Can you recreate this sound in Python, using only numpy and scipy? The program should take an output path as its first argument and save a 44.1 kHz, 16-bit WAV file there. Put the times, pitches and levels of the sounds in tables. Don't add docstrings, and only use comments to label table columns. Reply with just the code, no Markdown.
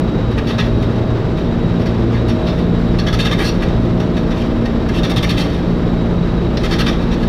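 import sys
import numpy as np
from scipy import signal
from scipy.fft import rfft, irfft
from scipy.io import wavfile
from scipy.ndimage import uniform_filter1d

SR = 44100
rng = np.random.default_rng(int(sys.argv[2]) if len(sys.argv) > 2 else 0)


def dump(signal):
    limited = np.clip(np.atleast_2d(signal).T, -1, 1)
    pcm = np.round(limited * 32767).astype(np.int16)
    wavfile.write(sys.argv[1], SR, pcm)


N = 321048

# pitch_hz, relative_density_db (per Hz)
ROLL_SPECTRUM = [(12, -14), (28, -2), (70, 1), (135, 1.5), (260, -2), (450, -6), (720, -15), (1300, -21),
                 (2400, -30.5), (3700, -32.5), (5600, -42.5), (6700, -51.5), (7900, -52), (8600, -61.5),
                 (15500, -62.5)]
# pitch_hz, width_hz, level_db
BODY_RESONANCES = [(33, 1.9, -27.5), (48.4, 6.6, -30.5), (338.4, 14.7, -30.5), (1240, 120, -49.5)]
# time_s, level_db
GEAR_LEVEL = [(0, -37), (.45, -38), (.75, -32.5), (1.15, -31), (1.45, -36), (2.2, -35), (2.4, -26),
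              (2.7, -34.5), (3.45, -36), (3.7, -32), (4.3, -33.5), (5.1, -37.5), (7.28, -36.5)]
# time_s, level_db
WHISTLE_LEVEL = [(0, -43.5), (1.5, -47), (2.3, -45.5), (2.8, -46), (4.3, -49), (5.6, -46), (7.28, -45.5)]
# pitch_hz, width_hz, relative_level_db
PANEL_MODES = [(788, 55, -2), (1180, 103, -2), (1273, 69, 0.5), (1659, 67, 1), (1766, 63, -1.5),
               (1879, 106, -0.5), (2100, 26, 1.5), (2303, 78, -5.5), (2680, 112, -2.5), (2930, 120, -7.5),
               (3180, 130, -4), (3416, 58, -1.5), (3662, 99, -0.5), (4100, 84, -8), (4396, 82, -4.5),
               (4700, 90, -11), (5200, 64, -10), (5490, 84, -12.5), (5700, 51, -11.5), (6040, 46, -20.5)]
# pitch_hz, relative_density_db (per Hz)
CRACK_SPECTRUM = [(300, -20.5), (900, -19), (3800, -7.5), (5800, -4.5), (6700, -12.5), (9000, -35.5),
                  (15500, -49)]
# pitch_hz, relative_density_db (per Hz)
SIZZLE_SPECTRUM = [(4000, -29), (7000, -5.5), (8300, -1.5), (9100, 2.5), (10800, -1), (12200, -0.5),
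                   (12800, -6.5), (14000, -4.5), (15600, -9)]
MODE_BORDERS = [2400, 3900]
# start_s, gap_s, knocks (count), loudest_db, fade_db (down at the first knock,
# about half that at the last), length_s (of a knock), sizzle_db (at the loudest point)
RATTLE_SPELLS = [(3.063, .0615, 5, -24.5, 1.5, 0.026, -16.5), (5.029, 0.0649, 5, -22, 3.5, 0.024, -14),
                 (6.629, 0.0772, 4, -21.5, 7, 0.034, -17)]
# start_s, length_s, level_db, dullness_db (lows up, highs down), sizzle_db
SINGLE_CLICKS = [(.376, 0.015, -29.5, 5, -20), (.465, 0.044, -31.5, -1.5, -18),
                 (.579, 0.031, -25.5, 3, -26), (.643, .026, -45, 2, -28), (.82, .015, -39, 3, -19),
                 (1.368, 0.023, -43.5, 1, -17), (1.79, .035, -41, -4, -18), (1.856, 0.017, -31, 0.5, -24),
                 (2.118, 0.057, -39.5, 2, -28), (2.28, 0.024, -30, 0, -17.5),
                 (2.465, 0.033, -35, -2.5, -26), (2.984, 0.017, -27, -3, -21), (3.38, 0.056, -29, 4.5, -14),
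                 (3.435, 0.058, -26, -6, -16), (3.62, .014, -31.5, 1, -21), (3.681, .01, -39, 4, -26),
                 (3.998, 0.0067, -29, 1, -19), (4.163, 0.014, -30.5, 3, -22), (4.303, 0.024, -33, 2, -23),
                 (4.358, 0.066, -40, 2, -20), (4.652, 0.0097, -32.5, 0, -24),
                 (4.886, 0.0067, -29.5, 2, -24), (4.932, 0.061, -33, -2, -20), (5.368, 0.054, -29, -4, -13),
                 (6.568, 0.0055, -24.5, -4.5, -21), (6.926, 0.011, -34, 2, -26),
                 (7.11, 0.032, -33.5, -1, -29), (7.226, 0.011, -36.5, 1, -23)]
# time_s, tooth_rate_hz
TOOTH_RATE = [(0, 57.77), (2, 58.1), (7.28, 57.99)]
# time_s, tooth_rate_db, second_db, third_db, fourth_db
DRONE_LEVELS = [(0.0, -31, -28, -16, -27), (0.29, -24.5, -16, -36, -23.5), (1.73, -33, -23.5, -18.5, -23.5),
                (2.26, -22.0, -15.5, -36, -18.5), (2.54, -24, -28.5, -17, -23),
                (3.82, -25.5, -17, -21, -24.3), (4.21, -29.5, -36, -19, -20),
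                (4.65, -25.5, -29, -28.5, -17), (5.16, -23, -27.5, -18.5, -30.5),
                (5.36, -24, -24, -18.5, -25.5), (6.97, -22.5, -28.5, -21.5, -24),
                (7.28, -31.3, -33.4, -18.3, -20)]
# multiple (of the tooth rate), level_db
MESH_OVERTONES = [(5, -35), (6, -38.5), (7, -37), (8, -38), (9, -44)]
# multiple (of the tooth rate), depth_db (up and down), first_crest_s
TURN_SWELLS = [(2, 3.5, 0.89), (3, 1.8, 0.68), (4, 3, 0.62)]

GEAR_HZ = 632.6
TURN_S = 1.072
ATTACK_S, BUILD_PER_S = 0.0019, 3.7
TICKS_PER_S, TICK_S, TICK_DB, TICK_SIZZLE_DB = 2.5, 0.0093, -45.5, -17
CLIMAX = 0.65
SIZZLE_FADE_DB = 6
TOP_HZ = 15600


def undb(db):
    return 10 ** (np.asarray(db) / 20)


def unit(x):
    return x / np.sqrt(np.mean(x ** 2))


def curve(table, axis=1):
    rows = np.array(table)
    return np.interp(np.arange(N) / SR, rows[:, 0], rows[:, axis])


def walk(rate):
    k = int(SR / rate)
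    held = np.repeat(rng.standard_normal(2048)[:N // k + 2], k)
    slewed = uniform_filter1d(uniform_filter1d(held, k), k)
    return unit(slewed[:N])


def colour(x, points):
    hz, db = np.transpose(points)
    f = np.maximum(np.fft.rfftfreq(N, 1 / SR), 1)
    response_db = np.interp(np.log(f), np.log(hz), db)
    cepstrum = irfft(np.log(undb(response_db)), N)
    cepstrum[1:N // 2] *= 2
    cepstrum[N // 2 + 1:] = 0
    return irfft(rfft(x) * np.exp(rfft(cepstrum)), N)


def ring(x, hz, width):
    return signal.lfilter(*signal.iirpeak(hz, hz / width, fs=SR), x)


def band_noise(hz, width):
    return unit(ring(ring(rng.standard_normal(N), hz, width), hz, width))


def tone(hz):
    return np.sqrt(2) * np.sin(2 * np.pi * (np.cumsum(hz) / SR + rng.random()))


def rolling(roll_db=-17, grit_db=1.5):
    noise = unit(colour(rng.standard_normal(N), ROLL_SPECTRUM))
    rumble = signal.sosfiltfilt(signal.butter(2, 700, fs=SR, output="sos"), noise)
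    grinding = (noise - rumble) * undb(grit_db * np.tanh(walk(70)))
    resonances = sum(undb(db) * band_noise(hz, width) for hz, width, db in BODY_RESONANCES)
    return undb(roll_db) * (rumble + grinding) + resonances


def drive(gear_db=-1.5, wobble=0.00763, flutter_db=1.5, whistle_hz=3842, whistle_width_hz=72):
    gear_level = undb(curve(GEAR_LEVEL) + gear_db + flutter_db * walk(16))
    gear = gear_level * tone(GEAR_HZ * (1 + wobble * walk(22)))
    whistle = undb(curve(WHISTLE_LEVEL)) * band_noise(whistle_hz, whistle_width_hz)
    return gear + whistle


def knocks(tick_scatter_db=4.5):
    rows = list(SINGLE_CLICKS)
    for start, gap, count, db, fade_db, length, sizzle_db in RATTLE_SPELLS:
        for k, share in enumerate(np.linspace(0, 1, round(count))):
            away = abs(share / CLIMAX - 1)
            rows.append((start + k * gap, length, db - fade_db * away, 0, sizzle_db - SIZZLE_FADE_DB * away))
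    tick_count = round(TICKS_PER_S * N / SR)
    for when, size in rng.random((64, 2))[:tick_count]:
        tick_db = TICK_DB + tick_scatter_db * (2 * size - 1)
        rows.append((when * N / SR, TICK_S, tick_db, 0, TICK_SIZZLE_DB))
    return rows


def shaking(release_s=0.0071, sag_db=0.5, jolt_db=0.2, low_db=-0.5, high_db=0.5, colour_db=2.5, sizzle_power=1.8):
    t = np.arange(N) / SR
    jolts = undb(jolt_db * np.tanh(walk(160)))
    force = np.zeros((4, N))
    tints = 2 * rng.random((128, 4)) - 1
    for (start, length, db, dull_db, sizzle_db), tint in zip(knocks(), tints):
        span = slice(int(start * SR), int((start + length + .1) * SR))
        age = np.maximum(t[span] - start, 0)
        rise = ATTACK_S + BUILD_PER_S * length ** 2
        build = np.minimum(age / rise, 1)
        release = np.exp(-np.maximum(age - length, 0) / release_s)
        sag = undb(sag_db * (.5 - np.clip((age - rise) / length, 0, 1)))
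        shape = build * release * jolts[span] * sag
        ranges_db = np.array([low_db + dull_db, 0, high_db - dull_db, sizzle_db]) + colour_db * tint
        shapes = np.array([shape, shape, shape, shape ** sizzle_power])
        force[:, span] += undb(db + ranges_db[:, None]) * shapes
    return force


def chatter_level(force, rest_db=-53, stirred_db=-9, settle_s=0.09, flutter_db=5):
    keep = np.exp(-1 / (settle_s * SR))
    stirring = np.sqrt(signal.lfilter([1 - keep], [1, -keep], force ** 2))
    return (undb(rest_db) + undb(stirred_db) * stirring) * undb(flutter_db * np.tanh(walk(45)))


def contacts(rate=5000):
    return unit((rng.random(N) < rate / SR) * rng.choice([-1, 1], N))


def panel(modes_db=14, sizzle_db=1.5, chatter_top_db=-19, contact_db=4):
    *forces, edge = shaking()
    chatter = chatter_level(np.mean(forces, axis=0))
    forces = np.array(forces) + chatter
    hits = contacts()
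    modes = 0
    for k, (hz, width, db) in enumerate(PANEL_MODES):
        favour_db = contact_db * np.tanh(walk(25))
        force = forces[np.searchsorted(MODE_BORDERS, hz)] * undb(db + favour_db)
        modes = modes + (-1) ** k * ring(hits * force, hz, width)
    crack = colour(contacts() * forces.mean(axis=0), CRACK_SPECTRUM)
    edge_level = edge + undb(chatter_top_db) * chatter
    sizzle = colour(rng.standard_normal(N) * edge_level, SIZZLE_SPECTRUM)
    return undb(modes_db) * modes + crack + undb(sizzle_db) * sizzle


def cab(x, wet_db=-10, t60_s=.3):
    t = np.arange(SR // 2) / SR
    tail = rng.standard_normal(len(t)) * undb(-60 * t / t60_s) * (t > .004)
    return x + undb(wet_db) * signal.fftconvolve(x, tail / np.linalg.norm(tail))[:N]


def rack(tooth_db=-1, drone_db=-1.86, overtone_db=-1.5, wobble=0.002, flutter_db=3, waver_db=0.68):
    t = np.arange(N) / SR
    hz = curve(TOOTH_RATE) * (1 + wobble * walk(6))
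    tooth = undb(tooth_db + curve(DRONE_LEVELS)) * tone(hz)
    drone = 0
    for multiple, depth_db, crest_s in TURN_SWELLS:
        k = round(multiple)
        swell_db = depth_db * np.cos(2 * np.pi * (t - crest_s) / TURN_S)
        level_db = curve(DRONE_LEVELS, axis=k) + swell_db + waver_db * walk(6.4)
        drone = drone + undb(level_db) * tone(k * hz)
    overtones = sum(undb(db + flutter_db * walk(3.9)) * tone(round(k) * hz) for k, db in MESH_OVERTONES)
    return tooth + undb(drone_db) * drone + undb(overtone_db) * overtones


def scene():
    return (rolling() + drive() + cab(panel()) + rack())[None]


def record(dry, ceiling=1.18):
    rounded = ceiling * np.tanh(dry / ceiling)
    return signal.sosfilt(signal.ellip(10, .1, 80, TOP_HZ, fs=SR, output="sos"), rounded)


dry = scene()
out = record(dry)
dump(out)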